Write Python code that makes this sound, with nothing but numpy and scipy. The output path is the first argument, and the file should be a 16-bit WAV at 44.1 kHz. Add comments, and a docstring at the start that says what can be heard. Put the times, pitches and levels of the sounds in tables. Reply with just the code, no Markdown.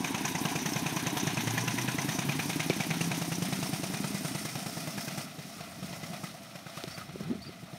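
"""A garden path: a slow single-cylinder four-stroke scooter putters away from a hand-held camera.
Each cycle has an exhaust pop, a valve clatter and an intake gulp; late on the engine misfires.
The chain hums up with road speed and a loose panel clinks twice. The camera is knocked.
Near the end a bird chirps and puffs of wind flutter and thump the microphone port."""
import sys
import numpy as np
from scipy import signal
from scipy.fft import rfft, irfft, next_fast_len
from scipy.io import wavfile
from scipy.ndimage import uniform_filter1d

SR = 44100
rng = np.random.default_rng(int(sys.argv[2]) if len(sys.argv) > 2 else 0)


def dump_mix(stems):
    """Bounce the given channels to the path in sys.argv[1] as a 16-bit WAV at rate SR."""
    frames = np.atleast_2d(stems).T  # one column per channel
    limited = np.clip(frames, -1, 1)  # hard clip at full scale
    pcm = np.round(limited * 32767).astype(np.int16)
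    wavfile.write(sys.argv[1], SR, pcm)


N = 343085

# crankshaft progress: (time [s], engine cycles completed [count])
CRANK_CYCLES = [(0.0422, 0), (.4517, 4), (.9627, 9), (1.4726, 14), (1.8801, 18), (2.1868, 21), (2.6992, 26),
                (2.9048, 28), (3.4205, 33), (4.2468, 41), (4.4509, 43), (4.5534, 44), (4.768, 46),
                (4.9768, 48), (5.176, 50), (5.384, 52), (5.8247, 56), (6.0308, 58), (6.2337, 60),
                (6.5524, 63), (6.7709, 65), (6.977, 67), (7.31, 70), (7.629, 73), (7.835, 75)]
# throttle, held open, then blipped: (time [s], opening [0-1])
THROTTLE_OPENING = [(0, 1), (5.2, 1), (5.3, 0), (5.6, 0.37), (5.74, 0.04), (5.85, 0.6), (6.25, 0.81),
                    (6.36, 0.25), (6.65, 0.28), (6.77, 0.97), (6.98, 0.78), (7.09, 0), (7.78, 0.27)]
# open-throttle pop: (time [s], thump [dB], gas crack [dB], crack pitch [Hz], pitch scatter [0-1])
EXHAUST_POP = [(0, -30, -31.5, 2200, 0.15), (.5, -27, -34.5, 2260, 0.17), (1.45, -27, -33, 2300, 0.17),
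               (1.7, -29, -29, 1790, 0.31), (1.9, -28.5, -29.5, 1750, 0.01), (2.2, -27, -36.5, 2100, 0.15),
               (2.4, -28.5, -31.5, 2235, 0), (2.85, -27.5, -28.5, 2240, 0.09),
               (3.3, -27, -37.5, 2780, 0.05), (4.3, -29.5, -42.5, 2000, .25), (4.75, -31, -56, 1392, 0.2),
               (5.0, -29.5, -40, 1325, 0.13), (6.05, -33.5, -40, 1363, 0.14), (6.95, -35, -44, 1400, 0),
               (7.78, -31, -71, 1350, 0.1)]
# strong firings and misfires: (time [s], thump offset [dB], crack offset [dB])
ODD_FIRINGS = [(.656, -2, 3.5), (2.596, -2, 4.5), (3.11, 0.5, 3), (1.575, -3, 3), (2.39, 2.5, 3),
               (4.14, -0.5, -8), (5.285, -31, -35), (5.497, -23, -34), (5.713, -17, -40), (6.34, -5, -25),
               (6.447, -21, -39), (6.977, -2, 5), (7.198, 1, 15), (7.31, 1, -18), (7.414, -22, 8),
               (7.517, -13, -25), (7.63, -2, -10)]
# silencer bark: (time [s], level re thump [dB])
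SILENCER_BARK = [(0, -6.5), (3.5, -13), (4.6, -7.5), (6.9, -20), (7.2, -27), (7.78, -21.5)]
# intake gulp: (time [s], gain [dB])
GULP_GAIN = [(0, -22), (2.5, -21.5), (4.35, -25.5), (4.55, -37), (5.2, -36), (7.78, -48.5)]

# ringing parts: (nominal frequency [Hz], level [dB], T60 [s])
EXHAUST_MODES = [(160, 5.5, 0.03), (319, -7, 0.022), (110, -8, 0.03)]
SILENCER_MODES = [(713, -1.5, 0.043), (936, -9.5, 0.035)]
INTAKE_MODES = [(260, -5, .009), (283, -8, 0.05), (272, -9, .09), (191, -17, 0.06)]
LOOSE_PANEL_MODES = [(5420, -4, .035), (5560, -11, .03), (6570, -9, .07), (4420, -14, .03),
                     (7980, -15, .05)]
THUD_MODES = [(390, -3, .04), (500, -7, .025), (310, -9, .03)]

# noise bands rumble, body, rattle, hiss: (edge [Hz])
BAND_EDGES_HZ = [0, 450, 1200, 4500, 22050]
# engine noise levels; the low swell at 7.3 s is a wind gust:
# (time [s], rumble [dB], body [dB], rattle [dB], hiss [dB])
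ENGINE_AND_GUST_LEVELS = [(0.0, -37, -42.5, -42.5, -45.5), (1.18, -37.5, -42, -41, -45.5),
                          (2.49, -38, -44.5, -41.5, -44), (3.52, -39, -46, -44, -43),
                          (5.1, -40.5, -49, -46, -44.5), (6.1, -43, -48.5, -48, -48),
                          (6.85, -50.5, -51, -49.5, -51), (7.3, -40.5, -51, -48, -50.5),
                          (7.78, -49, -52, -51, -53)]
# shut-throttle offsets: (rumble [dB], body [dB], rattle [dB], hiss [dB])
BAND_SHUT_DB = [-4.5, -3.5, -5.0, -6]
# stroke surges re steady noise:
# (cycle position [0-1], rise [s], fall [s], rumble [dB], body [dB], rattle [dB], hiss [dB])
STROKE_SURGES = [(0, 0.0038, 0.012, -8, 4, 3, -0.5), (.29, 0.0065, 0.013, -18, -7.5, -2, -4.5),
                 (.62, 0.014, 0.0018, -9, -13, -40, -11)]
# engine noise colour from the side and from behind: (frequency [Hz], density [dB])
SIDE_SPECTRUM = [(40, -50), (110, -13), (180, -5.5), (300, -10.5), (520, -20.5), (720, -5), (1000, -5.5),
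                 (1230, -14.5), (2360, -10), (4740, -17), (6120, -18), (7540, -23), (9000, -19),
                 (11000, -22), (13400, -32), (15500, -31)]
REAR_SPECTRUM = [(40, -39), (120, -7), (200, -0.5), (400, -20), (670, -0.5), (950, -14.5), (1300, -9),
                 (1650, -14), (2050, -9.5), (2450, -14), (3000, -12.5), (5400, -13), (7500, -19),
                 (8900, -18), (10000, -19), (15500, -24)]
# narrow peaks colouring the engine noise; from behind, the hollow tone of ground reflection:
# (centre [Hz], width [Hz], side gain [dB], rear gain [dB])
COLOUR_PEAKS = [(670, 35, -20, -7.5), (1001, 34, -7, -43), (1300, 210, -29, -4.5), (1630, 170, -4.5, -36),
                (2012, 78, -23, -4), (2477, 113, -10.5, 0), (3770, 113, -4.5, -11), (5420, 170, -11, -1),
                (5990, 550, -1, -13), (6520, 250, -8, -18), (8840, 530, -5.5, -4), (13600, 1060, 8, -17)]
# swell of the hiss near 9 kHz: (time [s], gain [dB])
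SIZZLE_GAIN = [(3.3, -0.5), (3.7, 2), (4.4, 3.5), (4.8, -1)]

# chain hum: (time [s], tooth rate [Hz], level [dB])
CHAIN_HUM = [(1.1, 105, -66), (1.5, 114.1, -38), (1.8, 125.2, -40), (2.15, 137, -44.5), (2.4, 144, -36.5),
             (2.6, 152, -44), (2.8, 163, -45), (3.1, 168.3, -36.5), (3.35, 167.1, -39.5),
             (3.55, 191.7, -40.5), (3.75, 180.2, -52), (3.95, 192.2, -38.5), (4.25, 203.3, -46.5),
             (4.4, 206, -69)]
# loose panel taps: (time [s], level [dB])
PANEL_CLINKS = [(.7356, -27), (1.3452, -30)]
# camera knocks, plus the thud of a wind gust at 7.31 s: (time [s], thud [dB], tick [dB])
KNOCKS_AND_GUST = [(2.6984, -16, -12), (6.8385, -29, -18), (7.1565, -29, -38), (7.206, -32, -46),
                   (7.311, -32, -60), (7.492, -35, -48)]
# wind puffs: (centre time [s], length scale [s], centre pitch [Hz], level [dB])
WIND_PUFFS = [(5.845, 0.011, 204, -31), (5.91, 0.018, 167, -34), (6.107, 0.023, 181, -33.5),
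              (7.10, 0.034, 149, -42), (7.144, 0.028, 183, -41), (7.211, .016, 195, -30),
              (7.23, 0.026, 189, -39), (7.28, 0.064, 171, -34.5), (7.311, 0.028, 240, -25),
              (7.333, 0.0066, 330, -31.5), (7.356, 0.013, 215, -32), (7.385, .03, 190, -42),
              (7.476, 0.028, 145, -39)]
# bird chirps: (time [s], length [s], start [Hz], middle [Hz], end [Hz], level [dB])
BIRD_CHIRPS = [(6.9, 0.027, 4350, 4650, 4750, -49), (6.941, 0.02, 4450, 4720, 4450, -44),
               (7.416, 0.03, 4160, 4740, 4340, -46.5), (7.459, 0.031, 4400, 4800, 4500, -47)]

SHUT_THUMP_DB, SHUT_CRACK_DB = -6.5, -16  # offsets at shut throttle
JITTER_S, THUMP_JITTER_DB, CRACK_JITTER_DB = 0.00025, 1, 0.5
PIPE_ECHO_S, SEAT_CYCLE_SHARE = 0.0062, 0.29
PIPE_ECHO_DB, SHELL_DB, SEAT_DB = -3.5, -15, -11  # re thump
VALVE_DB, TIN_DB = -4, -5.5  # re crack
PIPE_RING_HZ, PIPE_RING_DB, TIN_T60_S = 2400, -7, 0.061
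SUCK_DB, VALVE_SHUT_S = -23, 0.0014
SIDE_TO_REAR_S = (1.39, 5.5)
YARD_T60_S, YARD_DB = 0.3, -18


def firings():
    """Firings set by crank and throttle: (time [s], thump [dB], crack [dB], crack pitch [Hz])."""
    crank_s, done = np.transpose(CRANK_CYCLES)
    late, thump_dev, crack_dev, pitch_dev = rng.standard_normal((int(done[-1]), 4)).T
    s = np.interp(np.arange(done[-1]), done, crank_s) + JITTER_S * late
    at = (s * SR).astype(int)
    thump_db, crack_db, crack_hz, scatter = (column[at] for column in curves(EXHAUST_POP))
    closure = throttle_closure()[at]
    thump_db = thump_db + SHUT_THUMP_DB * closure + THUMP_JITTER_DB * thump_dev
    crack_db = crack_db + SHUT_CRACK_DB * closure + CRACK_JITTER_DB * crack_dev
    for odd_s, thump_offset_db, crack_offset_db in ODD_FIRINGS:
        nearest = np.abs(s - odd_s).argmin()
        thump_db[nearest] += thump_offset_db
        crack_db[nearest] += crack_offset_db
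    return np.c_[s, thump_db, crack_db, crack_hz * np.exp(scatter * pitch_dev)]


def throttle_closure():
    """Per sample: 0 open, 1 shut."""
    return 1 - curves(THROTTLE_OPENING)[0].clip(0, 1)


def cycles(fired):
    """Start and length [s] of each engine cycle, from one cycle before the first firing."""
    s = fired[:, 0]
    s = np.r_[2 * s[0] - s[1], s]
    return s, np.r_[np.diff(s), s[-1] - s[-2]]


def exhaust_pops(fired):
    """The exhaust valve opens: a pressure step, its return from the pipe end, a crack of gas."""
    out = np.zeros(N)
    lengths_s = cycles(fired)[1][1:]
    chance = rng.standard_normal((len(fired), 2))
    for (s, thump_db, crack_db, crack_hz), cycle_s, (tune, size) in zip(fired, lengths_s, chance):
        thump = -undb(thump_db) * ring(EXHAUST_MODES, 1 + 0.013 * tune)
        add(out, s, thump)
        add(out, s + PIPE_ECHO_S, undb(PIPE_ECHO_DB + size) * thump)
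        # the silencer shell knocks at the pop and as the valve seats
        shell = undb(thump_db + SHELL_DB + 2 * size) * ring(SILENCER_MODES, 1 + 0.023 * tune)
        seat = undb(thump_db + SEAT_DB + 2 * tune) * ring(SILENCER_MODES, 1 + 0.038 * size)
        add(out, s + 0.00196, shell)
        add(out, s + SEAT_CYCLE_SHARE * cycle_s, seat)

        gas = rng.standard_normal(SR // 10)
        bark = unit_band(gas, hz=703, width_hz=630)
        bark_db = thump_db + np.interp(s, *np.transpose(SILENCER_BARK))
        add(out, s, undb(bark_db) * swell(0.001, 0.0094) * bark)

        jet = unit_band(gas, crack_hz, width_hz=300)
        pipe = unit_band(gas, PIPE_RING_HZ, width_hz=250)
        rush = unit_band(gas, hz=1730, width_hz=1600)
        burst = swell(0.0044, 0.0059)
        crack = burst * (jet + undb(PIPE_RING_DB) * pipe + undb(-4.5) * rush)
        add(out, s + 0.001993, undb(crack_db) * crack * burst.std() / crack.std())
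        valve_snap = undb(crack_db + VALVE_DB) * swell(0.001, 0.0014) * rush
        add(out, s - 0.001, valve_snap)
        tin_modes = [(crack_hz, 0, TIN_T60_S), (PIPE_RING_HZ, PIPE_RING_DB, TIN_T60_S)]
        add(out, s + 0.0037, undb(crack_db + TIN_DB) * ring(tin_modes, 1 + 0.007 * tune))
    return out


def intake_gulps(fired):
    """Air rushes into the carburettor; the intake valve shuts softly and the throat rings."""
    out = np.zeros(N)
    starts_s, lengths_s = cycles(fired)
    chance = rng.standard_normal((len(starts_s), 2))
    for s, cycle_s, (tune, size) in zip(starts_s, lengths_s, chance):
        air = unit_band(rng.standard_normal(SR // 10), hz=11200, width_hz=6700)
        add(out, s + 0.58 * cycle_s, undb(SUCK_DB + size) * swell(0.0058, 0.011) * air)
        throat = ring(INTAKE_MODES, 1 + 0.025 * tune)
        rounded = uniform_filter1d(throat, int(VALVE_SHUT_S * SR), mode="constant")
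        add(out, s + 0.635 * cycle_s, -undb(0.62 * size) * rounded)
    return undb(curves(GULP_GAIN)[0]) * out


def engine_noise(fired):
    """Gas and valve gear: four grainy noise bands surging on each stroke; a wind swell at 7.3 s."""
    starts_s, lengths_s = cycles(fired)
    angle_rad = np.interp(np.arange(N) / SR, SIDE_TO_REAR_S, (0, np.pi / 2))
    side, rear = np.cos(angle_rad), np.sin(angle_rad)
    closure = throttle_closure()
    levels_db = [db + shut_db * closure
                 for db, shut_db in zip(curves(ENGINE_AND_GUST_LEVELS), BAND_SHUT_DB)]
    rattle_db, hiss_db = levels_db[2:]
    # a weak firing shakes the engine less for the whole cycle
    crack_db = fired[:, 2]
    over_rattle_db = np.r_[crack_db[0], crack_db] - rattle_db[(starts_s.clip(0) * SR).astype(int)]
    shake_db = 0.3 * (over_rattle_db - 4.5).clip(-40, 5)
    out = np.zeros(N)
    for band, level_db in enumerate(levels_db):
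        surge = stroke_surge(band, starts_s, lengths_s, shake_db)
        edges_hz = BAND_EDGES_HZ[band:band + 2]
        mix = side * noise(SIDE_SPECTRUM, *edges_hz) + rear * noise(REAR_SPECTRUM, *edges_hz)
        grain_db = 1.19 * wander(40) + wander(400)
        out += undb(level_db - 3.5 + grain_db) * surge * mix
    out += tappets(surge, hiss_db, rear)  # surge of the last band, the hiss
    out = add_colour_peaks(out, rear)
    sizzle = (undb(curves(SIZZLE_GAIN)[0]) - 1) * bandpass(out, hz=8900, width_hz=910)
    return out + sizzle


def stroke_surge(band, starts_s, lengths_s, shake_db):
    """Gain of one noise band: 1 plus a swell per stroke."""
    gain = np.ones(N)
    for share, rise_s, fall_s, *bands_db in STROKE_SURGES:
        chance = rng.standard_normal((len(starts_s), 2))
        for s, cycle_s, force_db, (late, size) in zip(starts_s, lengths_s, shake_db, chance):
            height = undb(bands_db[band] + force_db + 0.65 * size)
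            add(gain, s + share * cycle_s + 0.0014 * late, height * swell(rise_s, fall_s))
    return gain


def tappets(surge, hiss_db, rear):
    """Tappets tick on the cooling fins at each stroke, loudest from the side."""
    ticks = (surge - 1) * undb(2.7 * wander(150).clip(-2, 2)) * rng.standard_normal(N)
    fins = bandpass(ticks, hz=6120, width_hz=1740, passes=2)
    return undb(hiss_db + 15.5 - 9.8 * rear) * fins


def add_colour_peaks(x, rear):
    """Narrow flickering peaks on the noise; from behind, the hollow tone of ground reflection."""
    out = x.copy()
    for hz, width_hz, side_db, rear_db in COLOUR_PEAKS:
        gain = undb(side_db + (rear_db - side_db) * rear ** 2 + 4.4 * wander(35))
        out += bandpass(gain * x, hz, width_hz)
    return out


def chain():
    """Links meet the sprocket teeth: a hum and its octave, wavering as the chain whips."""
    tooth_hz, db = curves(CHAIN_HUM)
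    phase = 2 * np.pi * np.cumsum(tooth_hz * (1 + 0.012 * wander(20))) / SR
    waver_db = 3.3 * wander(25).clip(-3, 1)
    return np.sqrt(2) * undb(db + waver_db) * (np.sin(phase) + undb(-18) * np.sin(2 * phase))


def panel_clinks():
    """A loose panel taps the frame."""
    out = np.zeros(N)
    for s, db in PANEL_CLINKS:
        add(out, s, undb(db) * ring(LOOSE_PANEL_MODES))
    return out


def knocks_and_gust():
    """Camera knocks and one wind thump: each a tick, then a hollow thud."""
    out = np.zeros(N)
    for s, thud_db, tick_db in KNOCKS_AND_GUST:
        add(out, s, undb(tick_db) * ring([(4200, 0, 0.0016)]))
        add(out, s + 0.00137, -undb(thud_db) * ring(THUD_MODES))
    return out


def wind_puffs():
    """Short, low, rough-edged flutters of air pressure at the microphone port."""
    out = np.zeros(N)
    for s, length_s, hz, db in WIND_PUFFS:
        t = np.arange(-2 * length_s, 2 * length_s, 1 / SR)
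        flutter = np.cos(2 * np.pi * hz * t * (1 + 3 * t))
        flutter += 0.3 * (flutter ** 2 - 0.5)  # the port flaps unevenly
        rough = bandpass(rng.standard_normal(len(t)), hz=340, width_hz=95)
        envelope = undb(db) * np.exp(-4 * (t / length_s) ** 2)
        add(out, s - 2 * length_s, envelope * (flutter + 0.15 * rough / rough.std()))
    return out


def bird(warble_hz=133, depth_hz=91):
    """Whistled chirps bending through three pitches, with a quick warble."""
    out = np.zeros(N)
    for s, length_s, start_hz, middle_hz, end_hz, db in BIRD_CHIRPS:
        progress = np.linspace(0, 1, int(length_s * SR))
        warble = np.sin(2 * np.pi * warble_hz * length_s * progress)
        hz = np.interp(progress, (0, 0.5, 1), (start_hz, middle_hz, end_hz)) + depth_hz * warble
        envelope = undb(db + 2.05 * warble) * np.sin(np.pi * progress) ** 0.26
        add(out, s, envelope * np.sin(2 * np.pi * np.cumsum(hz) / SR))
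    return out


def breeze():
    """Light air on the microphone port: a faint lumpy rumble, freshening twice near the end."""
    gust_db = np.interp(np.arange(N) / SR, (5.0, 5.9, 6.5, 7.2, 7.6), (-77, -55, -70, -54, -60))
    gain = undb(gust_db + 3.5 * wander(8.3))
    return gain * noise([(20, -18), (60, -5), (100, 9)], lo_hz=27, hi_hz=120)


def yard_echo(x, gap_s=0.012):
    """Short diffuse echo from houses and trees."""
    t = np.arange(SR // 2) / SR
    tail = rng.standard_normal(len(t)) * undb(-60 * t / YARD_T60_S) * (t > gap_s)
    return undb(YARD_DB) * signal.fftconvolve(x, tail / np.sqrt(np.sum(tail ** 2)))[:N]


def undb(db):
    """dB to gain."""
    return 10 ** (np.asarray(db) / 20)


def curves(table):
    """Columns after the time column, interpolated per sample."""
    s, *columns = np.transpose(table)
    return [np.interp(np.arange(N) / SR, s, column) for column in columns]


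def add(out, s, x):
    """Mix x in at time s."""
    i = int(s * SR)
    if 0 <= i < N:
        out[i:i + len(x)] += x[:N - i]


def ring(modes, pitch_ratio=0.98):
    """Sum of decaying partials."""
    t = np.arange(SR // 8) / SR
    return sum(undb(db - 60 * t / t60_s) * np.sin(2 * np.pi * hz * pitch_ratio * t)
               for hz, db, t60_s in modes)


def swell(rise_s, fall_s):
    """Smooth rise, exponential fall, peak 1."""
    t = np.arange(SR // 10) / SR
    return np.where(t < rise_s, np.sin(np.pi / 2 * t / rise_s) ** 2, np.exp((rise_s - t) / fall_s))


def noise(spectrum, lo_hz, hi_hz):
    """One band of coloured noise, rms 1."""
    size = next_fast_len(N)
    hz = np.arange(size // 2 + 1) * SR / size + 1e-3
    knots_hz, db = np.transpose(spectrum)
    shape = undb(np.interp(np.log(hz), np.log(knots_hz), db)) * (hz >= lo_hz) * (hz < hi_hz)
    x = irfft(shape * rfft(rng.standard_normal(size)), size)[:N]
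    return x / x.std()


def wander(rate_hz):
    """Slewed random steps, spread near 1."""
    hold = int(SR / rate_hz)
    return uniform_filter1d(np.repeat(rng.standard_normal(N // hold + 1), hold), hold)[:N]


def bandpass(x, hz, width_hz, passes=1):
    """Resonator, gain 1 at the centre; width per pass."""
    for _ in range(passes):
        x = signal.lfilter(*signal.iirpeak(hz, hz / width_hz, fs=SR), x)
    return x


def unit_band(x, hz, width_hz):
    """Two band-pass stages, output rms 1."""
    band = bandpass(x, hz, width_hz, passes=2)
    return band / band.std()


def scene():
    """Mono mix; only pops, gulps, clinks and bird feed the echo."""
    fired = firings()
    direct = exhaust_pops(fired) + intake_gulps(fired) + panel_clinks() + bird()
    outdoors = direct + yard_echo(direct) + engine_noise(fired) + chain()
    return (outdoors + knocks_and_gust() + wind_puffs())[None]


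def record(dry, low_cut_hz=105, high_cut_hz=15700):
    """Microphone: bass cut, then breeze rumble added, then top cut."""
    highpass = signal.butter(3, low_cut_hz, "high", fs=SR, output="sos")
    lowpass = signal.ellip(12, 0.2, 70, high_cut_hz, fs=SR, output="sos")
    return signal.sosfilt(lowpass, signal.sosfilt(highpass, dry) + breeze())


dry = scene()
out = record(dry)
dump_mix(out)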